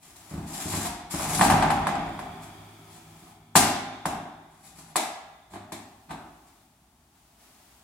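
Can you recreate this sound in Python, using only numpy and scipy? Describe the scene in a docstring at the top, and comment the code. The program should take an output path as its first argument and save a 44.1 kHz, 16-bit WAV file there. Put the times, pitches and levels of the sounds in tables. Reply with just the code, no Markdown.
"""In a basement, a sheet-metal stove pipe elbow is worked onto the crimped collar of a wall fitting.
Stick-slip friction makes the rims scrape and judder; they catch in a run of clanks, then a few sharp
knocks shove the pipe home. Each contact excites the damped modes of the same thin steel shell, and
the seated pipe drives the fitting too. Clothing rustles over a faint hiss and rumble."""
import sys
import numpy as np
from scipy import signal
from scipy.fft import rfft, irfft, next_fast_len
from scipy.io import wavfile
from scipy.ndimage import uniform_filter1d

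SR = 44100
rng = np.random.default_rng(int(sys.argv[2]) if len(sys.argv) > 2 else 0)


def store_wav(level_fs):
    """Save 16-bit WAV to argv[1]."""
    pcm = np.round(np.clip(np.atleast_2d(level_fs), -1, 1) * 32767)
    wavfile.write(sys.argv[1], SR, pcm.T.astype(np.int16))


N = 345303
TIME = np.arange(N) / SR
CATCH_S, SEATED_S = 1.412, 4.9   # the rim catches on the crimps; the pipe sits tight


# Distinct modes of the pipe: (frequency [Hz], energy [dB], decay time T60 [s])
PIPE_RESONANCES = [(102.9, -10, 1.1), (160.3, -8.5, 1.1), (178.5, -12, 0.091), (255.5, -13.5, 1.2),
                   (387, -11.5, 1.1), (714, -8.5, .7), (775, -7.5, 0.87), (808, -14, 1.2), (865, -9, .8),
                   (1194, -13, 0.53), (1255, -21, 0.87), (1750, -27.5, 0.55), (2424, -17, 0.18),
                   (7150, -19.5, 0.12), (10120, -8.5, .15)]
# Dense, overlapping shell and room modes: (frequency [Hz], spectral level [dB])
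DENSE_SPECTRUM = [(42, 0.5), (110, -4), (270, 0), (420, -1.5), (740, 7.5), (1200, -4), (1900, -8),
                  (3000, -10.5), (5500, -9.5), (7900, -7.5), (9200, -13), (10400, -10.5), (12800, -15.5),
                  (16000, -26.5)]
# Ring of those dense modes: (frequency [Hz], decay time T60 [s])
DENSE_T60 = [(60, 0.73), (200, 0.77), (800, 1.09), (3000, 0.85), (7500, 0.49), (14000, .36)]
# Clusters of lightly damped modes: (frequency [Hz], spectral level [dB])
LINGER_SPECTRUM = [(70, -1), (150, 5), (400, 8), (520, -11.5), (800, -4), (1300, -3.5), (1900, -1),
                   (2450, -2.5), (2900, -20.5), (3500, 4.5), (4200, -13.5), (7000, -17.5), (16000, -45.5)]
def pipe_response(flash_t60, flash_db, linger_t60, linger_db, dense_db):
    """Modal superposition: a tap rings distinct modes as damped sines, dense ones as decaying noise."""
    t = TIME[:2 * SR]
    hz = np.fft.rfftfreq(len(t), 1 / SR)
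    dense, spectrum = 0, rfft(diffuse(DENSE_SPECTRUM, len(t)))
    centres = np.geomspace(60, 15000, num=9)
    for centre, share in zip(centres, np.eye(len(centres))):
        part = irfft(spectrum * at_hz(np.column_stack([centres, share]), hz), len(t))
        ring = from_db(-60 * t / at_hz(DENSE_T60, centre))
        flash = from_db(flash_db - 60 * t / flash_t60)   # fast early decay
        dense = dense + part * unit_energy(ring + flash)
    linger = unit_energy(diffuse(LINGER_SPECTRUM, len(t)) * from_db(-60 * t / linger_t60))
    modes = 0
    for mode_hz, db, t60 in PIPE_RESONANCES:
        mode = unit_energy(np.sin(2 * np.pi * mode_hz * t) * from_db(-60 * t / t60))
        modes = modes + rng.choice([-1, 1]) * from_db(db) * mode
    return from_db(dense_db) * (unit_energy(dense) + from_db(linger_db) * linger) + modes


def shell(forces):
    """Shorter contacts excite higher modes: the three forces drive bass, middle and treble in turn."""
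    response = pipe_response(flash_t60=0.043, flash_db=3, linger_t60=1.9, linger_db=-21, dense_db=10)
    low = band(band(response, "lowpass", 322, order=4), "highpass", 44, order=6)
    middle = band(band(response, "highpass", 508, order=3), "lowpass", 2160)
    high = band(response, "highpass", 1600)
    return sum(signal.fftconvolve(force[None], unit_energy(part), axes=1)[:, :N]
               for force, part in zip(forces, (low, middle, high)))


def pipe(forces, spots=3):
    """The response depends on the driving point, which wanders among spots on the rim."""
    nearness = from_db([12 * drift(per_s=9) for _ in range(spots)])
    shares = nearness / np.sqrt(np.sum(nearness ** 2, axis=0))
    return sum(shell(forces * share) for share in shares)


# Blows of rim on collar, relative levels: (time [s], clang [dB], thud [dB], boom [dB], buzz [dB])
RIM_BLOWS = [(1.394, -14, -21.5, -33.5, -45), (1.411, -3, -19, -29.5, -27.5), (1.5, -6.5, -25.5, -38, -26),
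             (1.52, -10.5, -27, -29, -35), (1.624, -8.5, -23.5, -29.5, -39),
             (1.703, -10.5, -26.5, -33, -34.5), (1.869, -12, -30.5, -41, -36.5),
             (1.89, -19, -32, -43.5, -51), (1.954, -19, -36, -40, -59), (2.191, -23, -42, -52, -46.5),
             (3.554, -3.5, -16, -26.5, -9.5), (4.055, -13.5, -28, -35, -31.5),
             (4.957, -12.5, -37.5, -62.5, -22), (5.536, -32, -43.5, -46, -54),
             (5.557, -30, -43.5, -52, -65), (5.72, -27.5, -38.5, -45.5, -37),
             (6.107, -25.5, -35, -51, -47.5), (6.132, -36, -38, -55.5, -69)]
def knocks(thud_db, boom_db, clang_db, buzz_db):
    """Impulsive forces: a blow pushes the wall, sways the pipe, taps the rim and rattles the seam."""
    thud, boom, clang, buzz = np.zeros((4, N))
    for start, clang_level, thud_level, boom_level, buzz_level in RIM_BLOWS:
        at = round(start * SR)
        # the loose seam chatters longer the harder it is shaken
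        burst = chatter(decay_s=.0022 * (1 + 5.3 * from_db(buzz_level)))
        thud[at] += from_db(thud_level + thud_db)
        boom[at] += from_db(boom_level + boom_db)
        clang[at] += from_db(clang_level + clang_db)
        buzz[at:at + len(burst)] += from_db(buzz_level + buzz_db) * burst
    push = band(thud, "highpass", 225, order=4) + band(boom, "lowpass", 190, order=4)
    return np.array([push, clang, buzz])


def chatter(decay_s):
    """Tiny contacts swell and die; a flat spectrum lets them excite all modes evenly."""
    age = TIME[:SR // 4] / max(decay_s, .001)
    burst = rng.standard_normal(len(age)) * (0.06 + age) * np.exp(-age)
    whitened = irfft(np.exp(1j * np.angle(rfft(burst))))
    return unit_energy(whitened[:SR // 10])


# Modes of the dent around a contact: (frequency [Hz], relative level [dB], decay time T60 [s])
DENT_MODES = [(885, 1.5, 0.012), (1284, -8.5, .012), (1685, -9, 0.02), (2120, -15, 0.006),
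              (8500, -18.5, 0.013)]
def snaps(snap_db, hardening, detune, rise_s):
    """Direct radiation from the struck dent: stronger in hard blows, tuned differently at each spot."""
    out, t = np.zeros(N), TIME[:SR // 20]
    spots = rng.standard_normal((len(RIM_BLOWS), len(DENT_MODES)))
    for (start, level, *_), spot in zip(RIM_BLOWS, spots):
        at = round(start * SR)
        ring = sum(np.sin(2 * np.pi * hz * (1 + detune * shift) * t) * from_db(db - 60 * t / t60)
                   for (hz, db, t60), shift in zip(DENT_MODES, spot))
        out[at:at + len(t)] -= from_db(hardening * level + snap_db) * ring * (1 - np.exp(-t / rise_s))
    return out


# Bumps of the shifting pipe, relative levels: (time [s], thump [dB], hollow clunk [dB])
SOFT_BUMPS = [(.309, -31.5, -42.5), (.335, -24, -45), (.374, -25, -45), (.654, -24.5, -47),
              (.734, -22, -28.5), (.771, -23.5, -34), (1.138, -21, -29.5), (1.194, -27, -28),
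              (3.221, -44.5, -56.5), (3.48, -49.5, -62), (4.78, -46, -52.5)]
def bumps(thump_db, clunk_db, contact_s):
    """Soft impact: the rim rolls into contact and drives only the bass and middle."""
    forces = np.zeros((3, N))
    for start, thump_level, clunk_level in SOFT_BUMPS:
        at, roll = round(start * SR), chatter(contact_s)
        forces[0, at] += from_db(thump_level + thump_db)
        forces[1, at:at + len(roll)] += from_db(clunk_level + clunk_db) * roll
    return forces


# Pushes along the collar, relative levels: (start [s], duration [s], rasp [dB], shudder [dB])
SLIDING_STROKES = [(0, 0.34, -48, -53.5), (0.306, .13, -55, -42.5), (0.457, 0.31, -30, -37.5),
                   (0.792, 0.062, -27.5, -32), (1.089, .36, -25.5, -29), (2.404, .03, -41.5, -54.5),
                   (2.86, 0.1, -47.5, -57.5), (3.02, .30, -58.5, -56.5), (4.488, .43, -54.5, -55),
                   (4.615, .05, -49, -67), (4.742, 0.05, -57.5, -58), (5.491, .05, -52, -41.5),
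                   (6.071, 0.042, -60, -38.5), (6.45, .025, -54.5, -69)]
def sliding(judder_db, rasp_db, surge_db, full_screech_db):
    """Stick-slip friction: the pipe judders, crimps grind past the rim and a fine rasp surges."""
    rattle = after_catch(rise_s=0.042, fade_db_per_s=25.5)
    levels = np.outer(from_db([-24, -23.5, -45]), rattle)   # judder, grind, rasp
    for start, length, rasp_level, shudder_level in SLIDING_STROKES:
        strengths = from_db([shudder_level + judder_db, shudder_level, rasp_level + rasp_db])
        levels += np.outer(strengths, gesture(start, length, rise_s=0.023, fall_s=0.014, swell_db=8.5))
    judder = slips(per_s=400, spread_db=0)
    grind = slips(per_s=280, spread_db=4)
    grit = slips(per_s=900, spread_db=4.5)
    pressure = np.minimum(levels[2] / from_db(full_screech_db), 1)
    surge = from_db(surge_db * drift(per_s=37))
    whine = from_db(-14.5) * pressure * screech(centre_hz=8070, half_width_hz=170, wander=0.11)
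    return levels * [judder, grind, surge * (grit + whine)]


def slips(per_s, spread_db):
    """A Poisson process: each slip is an independent impulse of random sign."""
    sizes = from_db(spread_db * np.minimum(rng.exponential(1, N), 3)) * rng.choice([-1, 1], N)
    return rms_one(sizes * (rng.random(N) < per_s / SR))


def screech(centre_hz, half_width_hz, wander):
    """Friction concentrates its energy in a narrow, wandering band."""
    pitch = centre_hz * (1 + wander * drift(per_s=16))
    amplitude = band(rng.standard_normal(N), "lowpass", half_width_hz)
    return rms_one(amplitude * np.sin(2 * np.pi * np.cumsum(pitch) / SR))


# Steel forced over the crimps: (time [s], frequency [Hz], level [dB], half duration [s])
CRIMP_SQUEALS = [(1.413, 7900, -31.5, 0.014), (3.569, 7140, -28, 0.012), (3.576, 10250, -17.5, .006),
                 (4.967, 8050, -14.5, 0.0014)]
def squeals(waver):
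    """Friction-induced oscillation: very short tones of unsteady pitch."""
    out, t = np.zeros(N), np.arange(-SR // 40, SR // 40) / SR
    for peak_s, hz, db, half_s in CRIMP_SQUEALS:
        jitter = rms_one(uniform_filter1d(rng.standard_normal(len(t)), size=60))
        pitch = hz * (1 + waver * jitter)
        envelope = from_db(db) * np.exp(-(t / half_s) ** 2)
        at = round((peak_s + t[0]) * SR)
        out[at:at + len(t)] += envelope * np.sin(2 * np.pi * np.cumsum(pitch) / SR)
    return out


def gripped(forces, edge_hz):
    """Clamping suppresses sway: once the pipe is seated, its pushes lose their deep bass."""
    push = np.where(TIME > SEATED_S, band(forces[0], "highpass", edge_hz), forces[0])
    return np.array([push, forces[1], forces[2]])


# Resonances fed by the rattle: (frequency [Hz], bandwidth [Hz], relative level [dB])
SINGING_BANDS = [(104, 9.4, -5.5), (159, 8.3, -4), (234, 9, -9.5), (333, 9.4, -10), (394, 25, -7.5),
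                 (800, 230, -11), (1300, 110, -9.5), (1760, 40, -19), (2300, 260, -8.5), (3370, 440, -7.5),
                 (4740, 120, -17.5)]
def singing(level_db):
    """Lightly damped resonances store the rattle's energy and release it slowly, the high ones faster."""
    out = 0
    for hz, width_hz, db in SINGING_BANDS:
        edges_hz = [hz - width_hz / 2, hz + width_hz / 2]
        mid, side = rms_one(band(rng.standard_normal((2, N)), "bandpass", edges_hz))
        alike = np.clip(at_hz(COHERENCE, hz), 0, 1)
        pair = np.sqrt((1 + alike) / 2) * mid + np.sqrt((1 - alike) / 2) * side * [[1], [-1]]
        envelope = after_catch(rise_s=.4, fade_db_per_s=10.5 * (hz / 1000) ** 0.088)
        out = out + from_db(db) * pair * envelope
    return from_db(level_db) * out


# Tinny ring of the wall fitting: (frequency [Hz], spectral level [dB])
FITTING_SPECTRUM = [(170, -31), (215, 0.5), (260, 3), (320, 9), (450, -7.5), (640, 17.5), (760, -19),
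                    (890, 8.5), (1200, -14), (1600, -12), (2300, 1.5), (2800, -26.5), (3450, -2),
                    (4200, -4), (5000, -20), (7000, -25), (8200, -7), (9200, -49.5)]
def fitting(forces, tap_db, buzz_db, t60):
    """Mechanical coupling: the seated pipe passes its taps and buzz on to the wall fitting."""
    drive = (from_db(tap_db) * forces[1] + from_db(buzz_db) * forces[2]) * (TIME > SEATED_S)
    response = unit_energy(diffuse(FITTING_SPECTRUM, SR) * from_db(-60 * TIME[:SR] / t60))
    return signal.fftconvolve(drive[None], response, axes=1)[:, :N]


# Clothing brushing as the arms shift: (start [s], duration [s], level [dB])
CLOTH_RUSTLES = [(0, 0.81, -56.5), (2.004, 1.3, -57.5), (5.7, 0.93, -63.5), (7.105, 0.27, -64.5),
                 (7.372, 0.43, -58.5)]
# Rumble of the room: (frequency [Hz], spectral level [dB])
RUMBLE_SPECTRUM = [(30, -25.5), (55, 7.5), (110, -1), (260, -1), (420, -13), (750, -4), (1500, -20.5),
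                   (4000, -41.5), (16000, -54.5)]
# Hiss of room and clothing: (frequency [Hz], spectral level [dB])
HISS_SPECTRUM = [(100, -8), (700, 5.5), (1600, -3.5), (3000, -4.5), (7500, -6.5), (11000, -9.5),
                 (15500, -10)]
def basement(rumble_db, hiss_db):
    """Incoherent noises add in power: rustling clothes swell the hiss above a steady rumble."""
    rustle = sum(from_db(db) * gesture(start, length, rise_s=0.056, fall_s=.08)
                 for start, length, db in CLOTH_RUSTLES)
    rumble = from_db(rumble_db) * diffuse(RUMBLE_SPECTRUM, N)
    return rumble + np.hypot(from_db(hiss_db), rustle) * diffuse(HISS_SPECTRUM, N)


# Likeness of left and right: (frequency [Hz], correlation [0 to 1])
COHERENCE = [(100, 1), (300, 0.96), (600, .8), (1100, 0.43), (2200, 0.2), (4500, 0.057), (14000, 0.2)]
def diffuse(spectrum, size):
    """A diffuse field: stereo noise, coherent in the bass and nearly unrelated in the treble."""
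    hz = np.fft.rfftfreq(size, 1 / SR)
    mid, side = np.exp(2j * np.pi * rng.random((2, len(hz))))
    alike = np.clip(at_hz(COHERENCE, hz), -1, 1)
    pair = np.sqrt(1 + alike) * mid + np.sqrt(1 - alike) * side * [[1], [-1]]
    return rms_one(irfft(pair * from_db(at_hz(spectrum, hz)), size))


def gesture(start, length, rise_s, fall_s, swell_db=0):
    """Envelope of a movement: linear attack, swell to its end, exponential release."""
    age = TIME - start
    swell = from_db(swell_db * (np.clip(age / length, 0, 1) - 1))
    return np.clip(age / rise_s, 0, 1) * swell * np.exp(-np.clip((age - length) / fall_s, 0, 20))


def after_catch(rise_s, fade_db_per_s):
    """Exponential damping of a motion that builds up when the rim catches."""
    age = np.maximum(TIME - CATCH_S, 0)
    return np.minimum(age / rise_s, 1) * from_db(-fade_db_per_s * age)


def drift(per_s):
    """Slow random modulation with a spread of about 1."""
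    return np.interp(TIME * per_s, np.arange(1000), rng.standard_normal(1000))


def band(x, kind, edge_hz, order=2):
    """Causal Butterworth filter."""
    return signal.sosfilt(signal.butter(order, edge_hz, kind, fs=SR, output="sos"), x + 1e-18)


def at_hz(points, hz):
    """Interpolation on a log-frequency axis."""
    f, value = np.transpose(points)
    return np.interp(np.log(np.maximum(hz, 1)), np.log(f), value)


def from_db(db):
    return 10 ** (np.asarray(db) / 20)


def rms_one(x):
    return x / np.sqrt(np.mean(x ** 2) + 1e-20)


def unit_energy(x):
    return rms_one(x) / np.sqrt(x.shape[-1])


def scene():
    """Source and resonator: contact forces drive the steel; snaps and squeals also radiate directly."""
    forces = knocks(thud_db=33.5, boom_db=32.5, clang_db=21.5, buzz_db=27.5)
    forces += bumps(thump_db=25, clunk_db=28.5, contact_s=0.003)
    forces += sliding(judder_db=-1, rasp_db=-2.5, surge_db=3, full_screech_db=-28.5)
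    forces = gripped(forces, edge_hz=61)
    squeal = squeals(waver=0.1)
    forces[2] += from_db(-18) * squeal
    snap = snaps(snap_db=4, hardening=1.2, detune=.05, rise_s=.0007)
    steel = pipe(forces) + singing(level_db=-40.5) + fitting(forces, tap_db=-10.5, buzz_db=1, t60=0.46)
    return steel + snap + squeal + basement(rumble_db=-64, hiss_db=-65.5)


# Treble shading of the microphone's right port: (frequency [Hz], left minus right [dB])
PORT_SHADING = [(1000, 0.47), (2600, -0.7), (4800, -1.5), (7500, 7.5), (10500, 12), (14000, -1.5)]
def microphone(x, hollow_hz, hollow_q, hollow_share, right_lag_s):
    """Frequency response: a notch hollows the low middle; the right port is shaded and lags."""
    notched = signal.lfilter(*signal.iirnotch(hollow_hz, hollow_q, SR), x)
    x = x + hollow_share * (notched - x)
    size = next_fast_len(N + 2000)
    hz = np.fft.rfftfreq(size, 1 / SR)
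    side = np.array([[.5], [-.5]])
    shading = from_db(side * at_hz(PORT_SHADING, hz))
    lag = np.exp(2j * np.pi * np.minimum(hz, 5000) * side * right_lag_s)
    return irfft(rfft(x, size) * shading * lag, size)[:, :N]


def record(dry):
    """Microphone colour, soft saturation of the peaks, then a steep low-pass filter."""
    ceiling, cutoff_hz = .9, 15900
    heard = microphone(dry, hollow_hz=515.7, hollow_q=2, hollow_share=0.82, right_lag_s=.00003)
    heard = heard / (1 + (np.abs(heard) / ceiling) ** 6) ** (1 / 6)
    return signal.sosfilt(signal.ellip(12, .1, 80, cutoff_hz, fs=SR, output="sos"), heard)


dry = scene()
out = record(dry)
store_wav(out)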